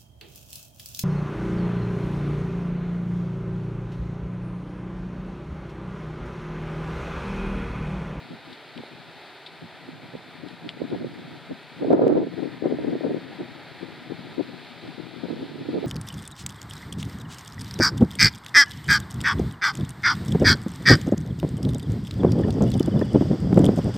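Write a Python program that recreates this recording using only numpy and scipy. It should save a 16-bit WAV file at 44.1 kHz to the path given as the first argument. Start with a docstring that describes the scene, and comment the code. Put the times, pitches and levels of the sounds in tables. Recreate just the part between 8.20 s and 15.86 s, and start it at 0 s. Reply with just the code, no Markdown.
"""A steady, wide hiss of wind in a conifer hedge, with dry twig ticks and one sharp crack.
Boughs sough, needles hiss, and vortices shed by the needles sing softly after the strongest gust.
Gusts buffet the two microphone ports, each on its own: lumpy rumbles, rasp and thumps.
The strongest gust brings two sharp overload clicks, and the recorder's limiter ducks the hiss.
The recorder also cuts bass and top and has two narrow notches. Every pan_db is left minus right."""
import sys
import numpy as np
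from scipy import signal
from scipy.fft import rfft, irfft, next_fast_len
from scipy.io import wavfile

SR = 44100
rng = np.random.default_rng(int(sys.argv[2]) if len(sys.argv) > 2 else 0)


def dump(signal):
    """Clip the signal to [-1, 1] and save it as 16-bit WAV at the path in sys.argv[1]."""
    limited = np.clip(np.atleast_2d(signal).T, -1, 1)
    pcm = np.round(limited * 32767).astype(np.int16)
    wavfile.write(sys.argv[1], SR, pcm)


N = 337806
TIME_S = np.arange(N) / SR


def from_db(db):
    return 10 ** (np.asarray(db) / 20)


def unit_rms(x):
    return x / np.sqrt(np.mean(x ** 2) + 1e-20)


def curves(rows):
    """Each column after time_s, interpolated per sample."""
    time_s, *columns = np.transpose(rows)
    return [np.interp(TIME_S, time_s, column) for column in columns]


def coloured(x, spectrum):
    """Filters x by (freq_hz, gain_db) points on a log-frequency axis."""
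    size = next_fast_len(N)
    freq_hz, gain_db = np.transpose(spectrum)
    bin_hz = np.arange(size // 2 + 1) * SR / size
    bin_db = np.interp(np.log(np.maximum(bin_hz, 1)), np.log(freq_hz), gain_db)
    return irfft(rfft(x, size) * from_db(bin_db), size)[..., :N]


def drift(rate_hz):
    """Smooth random wander, rms 1."""
    hop, settle = 40, 2000
    pole = np.exp(-2 * np.pi * rate_hz * hop / SR)
    white = rng.standard_normal(N // hop + settle + 2)
    slow = signal.lfilter([1], [1, -2 * pole, pole * pole], white)[settle:]
    return np.interp(np.arange(N) / hop, np.arange(len(slow)), unit_rms(slow))


def panned(pan_db):
    """Left and right gains of constant total power."""
    gains = from_db(np.array([[.5], [-.5]]) * pan_db)
    return gains / np.sqrt(np.mean(gains ** 2, axis=0))


def wide_noise(mid_spectrum, side_spectrum):
    """Mid/side stereo noise; the mid has rms 1."""
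    mid = coloured(rng.standard_normal(N), mid_spectrum)
    side = coloured(rng.standard_normal(N), side_spectrum)
    return (mid + side * [[1], [-1]]) / np.std(mid)


def pulse(cycles, width_cycles, phase_rad=0):
    """A sine under a Gaussian window."""
    return np.exp(-(cycles / width_cycles) ** 2 / 2) * np.sin(2 * np.pi * cycles + phase_rad)


# wind in the foliage, before the gains below: time_s, sough_db, hiss_db
FOLIAGE_LEVELS = [(0.0, -53.5, -51), (1.02, -54, -50.5), (1.8, -54.5, -52.5), (2.68, -54, -52),
                  (3.55, -54.5, -51.5), (4.8, -54.5, -51), (5.3, -52.5, -50.5), (6.2, -54, -49.5),
                  (7.66, -54.5, -49)]
# foliage spectra: freq_hz, gain_db
RUSH_MID = [(100, -6), (270, 3), (390, 5), (480, 0), (720, 4.5), (1000, 2), (1400, 0.5), (2450, -1.5),
            (2800, -8), (3600, -4), (4400, -7.5), (5100, -17), (5900, -32.5), (8000, -58)]
RUSH_SIDE = [(100, -18), (300, -14.5), (550, -17), (1000, -19), (2400, -15), (2900, -18.5), (3200, -21),
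             (3550, -24.5), (3850, -15), (4300, -21.5), (4900, -28), (6000, -37), (8000, -39)]
SIZZLE_MID = [(3000, -18), (5500, 4), (7000, 6), (8600, 7.5), (11000, 2.5), (15500, -2.5)]
SIZZLE_SIDE = [(3000, 6), (5500, 9), (6600, 8), (8000, 2.5), (10200, 2), (12000, -5), (15500, -21)]
# each port's colouring of the foliage: freq_hz, pan_db
PORT_BALANCE = [(1000, 0), (2000, 1), (2800, 1.5), (3600, 2), (4400, 0), (5300, -3), (7000, -1.5),
                (10000, 0.5)]


def foliage(sough_gain_db=8.0, hiss_gain_db=7.0, sizzle_db=-70.5, sizzle_follow=.4, split_hz=2700):
    """Boughs sough, countless sprays of needles hiss above them, and the finest tips sizzle."""
    sough_db, hiss_db = curves(FOLIAGE_LEVELS)
    rush = wide_noise(RUSH_MID, RUSH_SIDE)
    low = signal.sosfiltfilt(signal.butter(3, split_hz, fs=SR, output="sos"), rush)
    sough = from_db(sough_db + sough_gain_db) * low
    hiss = from_db(hiss_db + hiss_gain_db) * (rush - low)
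    swing_db = sizzle_follow * (hiss_db - hiss_db.mean())
    sizzle = from_db(sizzle_db + swing_db) * wide_noise(SIZZLE_MID, SIZZLE_SIDE)
    flutter_db = 0.5 * drift(rate_hz=9)
    left, right = from_db(flutter_db) * (sough + hiss + sizzle)
    balance = np.array(PORT_BALANCE)
    return np.array([coloured(left, balance * [1, .5]), coloured(right, balance * [1, -.5])])


# needle song: time_s, level_db
SONG_LEVELS = [(0, -84), (3.0, -66), (4.3, -53.5), (5.6, -57.5), (6.8, -64), (7.66, -84)]


def needle_song(band_hz=(1650, 2200)):
    """Vortices shed by many needles of like thickness add up to a soft band of noise."""
    level_db, = curves(SONG_LEVELS)
    band = signal.butter(2, band_hz, "band", fs=SR, output="sos")
    return from_db(level_db) * unit_rms(signal.sosfilt(band, rng.standard_normal(N)))


# twig ticks: start_s, level_db, pitch_hz, t60_s, splinter_relative_db
TWIG_TICKS = [(0.327, -37.5, 3970, 0.046, -24), (0.576, -31.5, 3240, 0.016, -25),
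              (1.261, -35, 3700, 0.076, -25), (2.284, -38.5, 3730, 0.038, -21),
              (2.491, -33.5, 3150, 0.057, -23), (2.702, -40, 3600, .02, -26), (2.939, -48, 3200, .025, -12),
              (3.428, -46, 3200, .025, -12)]


def twig_ticks(width_hz=850, top_hz=4700, splinter_hz=(6800, 10000), pan_db=3.0, attack_share=0.04):
    """Each tick is a dying crackle that rings a thin twig, with faint splintering above."""
    out, age_s = np.zeros(N), TIME_S[:SR // 8]
    dull = signal.butter(6, top_hz, fs=SR, output="sos")
    bright = signal.butter(2, splinter_hz, "band", fs=SR, output="sos")
    for start_s, level_db, pitch_hz, t60_s, splinter_db in TWIG_TICKS:
        crackle = rng.standard_normal(len(age_s))
        ring = signal.lfilter(*signal.iirpeak(pitch_hz, pitch_hz / width_hz, fs=SR), crackle)
        wood = unit_rms(signal.sosfilt(dull, ring))
        splinters = from_db(splinter_db) * unit_rms(signal.sosfilt(bright, crackle))
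        attack = 1 - np.exp(-age_s / (attack_share * t60_s))
        decay = from_db(level_db - 60 * age_s / t60_s)
        at = int(start_s * SR)
        out[at:at + len(age_s)] += attack * decay * (wood + splinters)
    return panned(pan_db) * out


# breaking twig: time_s, level_db, pitch_hz
TWIG_CRACK = [(2.4917, -14.8, 3100)]


def twig_crack(pan_db=2.5, fibre_lead_s=.0009, fibre_db=-12, width_cycles=0.47):
    """A dry twig gives way: a fibre parts, then the whole twig, each in a very short pulse."""
    out = np.zeros(N)
    for time_s, level_db, pitch_hz in TWIG_CRACK:
        fibre = pulse((TIME_S - time_s + fibre_lead_s) * pitch_hz, width_cycles)
        twig = pulse((TIME_S - time_s) * pitch_hz, width_cycles)
        out += from_db(level_db) * (from_db(fibre_db) * fibre + twig)
    return panned(pan_db) * out


# overload clicks: start_s, peak_db, pan_db
OVERLOAD_CLICKS = [(3.7295, -28, -8), (3.8805, -21, 10)]


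def overload_clicks(corner_hz=1200, body_hz=2000, body_db=12):
    """Two sharp overload clicks in the strongest gust, each mostly on one channel."""
    out = np.zeros((2, N))
    spike = np.exp(-2 * np.pi * corner_hz * TIME_S[:SR // 100])
    body = signal.lfilter(*signal.iirpeak(body_hz, Q=1, fs=SR), spike)
    click = spike + from_db(body_db) * body
    for start_s, peak_db, pan_db in OVERLOAD_CLICKS:
        at = int(start_s * SR)
        out[:, at:at + len(click)] += from_db(peak_db) * panned(pan_db) * click / click.max()
    return out


# strongest eddies at the ports, before gain and low cut: time_s, level_db, pitch_hz, pan_db
EDDIES = [(0.633, -26.5, 537, -3.5), (1.44, -26.5, 174, -1), (1.95, -22.5, 352, -16),
          (2.615, -11.5, 330, -20), (2.843, -18, 322, -25), (3.311, -24, 342, 13), (3.644, -12.5, 393, -11),
          (3.703, -16.5, 484, 8), (3.728, -13, 403, -14), (3.791, -9, 511, -18), (3.866, -3, 360, 3),
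          (3.953, -8.5, 287, -6), (4.026, -14, 302, 2), (4.068, -18, 282, -1), (4.421, -13, 318, 24),
          (4.455, -9.5, 340, 6), (4.521, -9, 337, 18), (4.584, -17, 396, -18), (4.751, -12.5, 320, -13),
          (4.806, -19, 397, 10), (4.892, -18, 328, 5.5), (4.942, -13, 314, 26), (5.918, -17, 273, 14),
          (6.193, -20, 303, 16), (7.486, -14, 288, -27), (7.538, -19, 265, 3), (7.568, -19, 358, 24),
          (7.64, -19, 470, -16)]


def eddy_thumps(gain_db=2.0, width_cycles=0.3, delay_s=0.00327, low_cut_hz=200):
    """An eddy passes a port as one or two quick swings of pressure."""
    out = np.zeros((2, N))
    for time_s, level_db, pitch_hz, pan_db in EDDIES:
        at = int(time_s * SR)
        span = slice(at - SR // 100, at + SR // 50)
        cycles = (TIME_S[span] - time_s - delay_s) * pitch_hz
        swing = pulse(cycles, width_cycles, phase_rad=rng.uniform(0, 2 * np.pi))
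        out[:, span] += panned(pan_db) * from_db(level_db + gain_db) * swing
    return signal.sosfilt(signal.butter(2, low_cut_hz, "high", fs=SR, output="sos"), out)


def eddy_wakes_db(scale_db=8, decay_s=0.008):
    """The air stalls just before each big eddy and churns behind it."""
    swing_db = np.zeros(N)
    for time_s, *_ in EDDIES:
        at = int(time_s * SR)
        span = slice(at - SR // 12, at + SR // 12)
        age = (TIME_S[span] - time_s) / decay_s
        swing_db[span] += scale_db * np.tanh(8 * age) * np.exp(-np.abs(age))
    return np.minimum(swing_db, swing_db / 3)  # the wake lifts a third as much as the stall dips


# constant breeze on the ports: time_s, level_db, pan_db
PORT_BREEZE = [(0.0, -45.5, 5), (0.42, -58.5, 0), (0.75, -50, 6), (1.1, -60.5, 6), (1.75, -49.5, 2),
               (2.05, -48.5, -3), (2.25, -45.5, 14), (2.7, -39, 1), (3.17, -42.5, 1.5), (3.5, -54.5, 15),
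               (3.75, -39.5, 2), (4.95, -37.5, 6), (5.58, -46, 8.5), (6.25, -38.5, 1.5), (6.5, -45.5, 14),
               (6.92, -42.5, 26), (7.2, -38, 1.5), (7.66, -34, -2)]
# puffs and gusts on top: start_s, length_s, level_db, pan_db
PORT_PUFFS = [(0.097, 0.042, -37.5, -1.5), (0.253, 0.061, -43.5, 5), (0.565, 0.039, -37, 1.5),
              (0.872, .02, -44, 5), (1.425, 0.027, -39, 0), (1.682, 0.011, -38.5, -2),
              (1.73, 0.024, -43, 5), (1.833, .025, -43, 0), (1.937, 0.014, -34.5, -7),
              (2.198, 0.067, -38.5, 19), (2.431, 0.037, -37.5, -11), (2.604, 0.042, -30, -5),
              (2.72, 0.04, -28.5, 1.5), (2.81, 0.039, -27.5, -2), (3.299, 0.022, -33, 10),
              (3.622, 0.029, -25, 0.5), (3.72, 0.245, -14.5, 0.5), (4.017, 0.021, -18, -6),
              (4.062, 0.028, -28.5, -3), (4.196, 0.091, -32, 7.5), (4.438, 0.033, -21, 4.5),
              (4.497, 0.068, -26.5, -1.5), (4.616, 0.12, -24, 1), (4.838, 0.075, -24, 6.5),
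              (4.937, 0.042, -27.5, 7), (5.196, .022, -31, -2.5), (5.626, 0.027, -35, 22),
              (5.906, 0.023, -30, 21), (5.992, 0.015, -31, 11), (6.183, 0.027, -28.5, 9),
              (6.638, 0.061, -35.5, 2), (6.785, 0.015, -34.5, 18), (7.037, .022, -29, 17),
              (7.086, 0.054, -28, -11), (7.225, 0.023, -34.5, -4), (7.385, 0.039, -38, 2),
              (7.532, .055, -27, -2.5), (7.631, .02, -25, -12)]


def port_pressure(attack_s=.0025, release_s=0.0048, length_share=0.17):
    """Turbulence strength per port: breeze and puffs add in power; long puffs rise and fall slower."""
    breeze_db, breeze_pan_db = curves(PORT_BREEZE)
    power = (from_db(breeze_db) * panned(breeze_pan_db)) ** 2
    for start_s, length_s, level_db, pan_db in PORT_PUFFS:
        early = np.maximum(start_s - TIME_S, 0) / (attack_s + length_share * length_s)
        late = np.maximum(TIME_S - start_s - length_s, 0) / (release_s + length_share * length_s)
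        near = early + late < 10
        envelope = np.exp(-(early + late)[near])
        power[:, near] += (from_db(level_db) * panned(pan_db) * envelope) ** 2
    return np.sqrt(power)


def rim_rasp(gain_db=-0.5, band_hz=(730, 1400), rough_db=6.5):
    """Only the fastest air tears at a port's rim: this noise grows with the square of the pressure."""
    band = signal.butter(2, band_hz, "band", fs=SR, output="sos")
    ports = []
    for pressure in port_pressure():
        envelope = from_db(gain_db + rough_db * drift(rate_hz=70)) * pressure ** 2
        ports.append(envelope * signal.sosfilt(band, rng.standard_normal(N)))
    return np.array(ports)


# faster air sheds smaller eddies: pressure_db, corner_hz
RUMBLE_CORNERS = [(-54, 186), (-42, 206), (-26.5, 290), (-1.5, 409)]


def buffeting(gain_db=-0.5, rise_order=2.42, cut_order=6.5, top_hz=1450, lump_db=3.5, swirl_db=2.0):
    """Turbulence on each port: a broad, lumpy hump of noise that moves up with the air speed."""
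    wakes_db = eddy_wakes_db()
    edges_hz = 31 * 2 ** (np.arange(14) / 2)  # half octaves
    ports = []
    for pressure in port_pressure():
        churn_db = wakes_db + lump_db * drift(rate_hz=55) + swirl_db * drift(rate_hz=12)
        push = pressure * from_db(churn_db)
        corner_hz = np.interp(20 * np.log10(push), *np.transpose(RUMBLE_CORNERS))
        white = rng.standard_normal((2, N))  # adjacent bands get independent noise
        rumble, power = 0, 0
        for k, (low_hz, high_hz) in enumerate(zip(edges_hz, edges_hz[1:])):
            band = signal.butter(2, (low_hz, high_hz), "band", fs=SR, output="sos")
            ratio = np.sqrt(low_hz * high_hz) / corner_hz
            weight = ratio ** rise_order / (1 + ratio ** cut_order)
            rumble += weight * signal.sosfilt(band, white[k % 2])
            power += weight ** 2 * (high_hz - low_hz) / (SR / 2)
        ports.append(push * rumble / np.sqrt(power))
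    return from_db(gain_db) * signal.sosfilt(signal.butter(2, top_hz, fs=SR, output="sos"), ports)


def scene():
    """The hedge, the wind on the ports, and the overload clicks."""
    hedge = foliage() + needle_song() + twig_ticks() + twig_crack()
    return hedge + buffeting() + rim_rasp() + eddy_thumps() + overload_clicks()


def limiter(x, threshold_db=-5.0, release_db_per_s=16, attack_s=0.0022):
    """Peaks over the threshold turn both channels down; the gain creeps back."""
    peak_db = 20 * np.log10(np.abs(x).max(axis=0) + 1e-9)
    over_db = np.maximum(peak_db - threshold_db, 0)
    ramp_db = release_db_per_s * TIME_S
    held_db = np.maximum.accumulate(over_db + ramp_db) - ramp_db
    pole = np.exp(-2 / (attack_s * SR))
    duck_db = signal.lfilter([(1 - pole) ** 2], [1, -2 * pole, pole * pole], held_db)
    return x * from_db(-duck_db)


# recorder notches: centre_hz, width_hz
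RECORDER_NOTCHES = [(205, 44), (1105, 143)]


def record(dry, low_cut_hz=96.3, top_hz=15680):
    """Wind filter on the bass, two narrow notches, limiter, steep low-pass."""
    x = signal.sosfilt(signal.butter(4, low_cut_hz, "high", fs=SR, output="sos"), dry)
    for centre_hz, width_hz in RECORDER_NOTCHES:
        x = signal.lfilter(*signal.iirnotch(centre_hz, centre_hz / width_hz, fs=SR), x)
    return signal.sosfilt(signal.ellip(12, .1, 80, top_hz, fs=SR, output="sos"), limiter(x))


dry = scene()
out = record(dry)
dump(out)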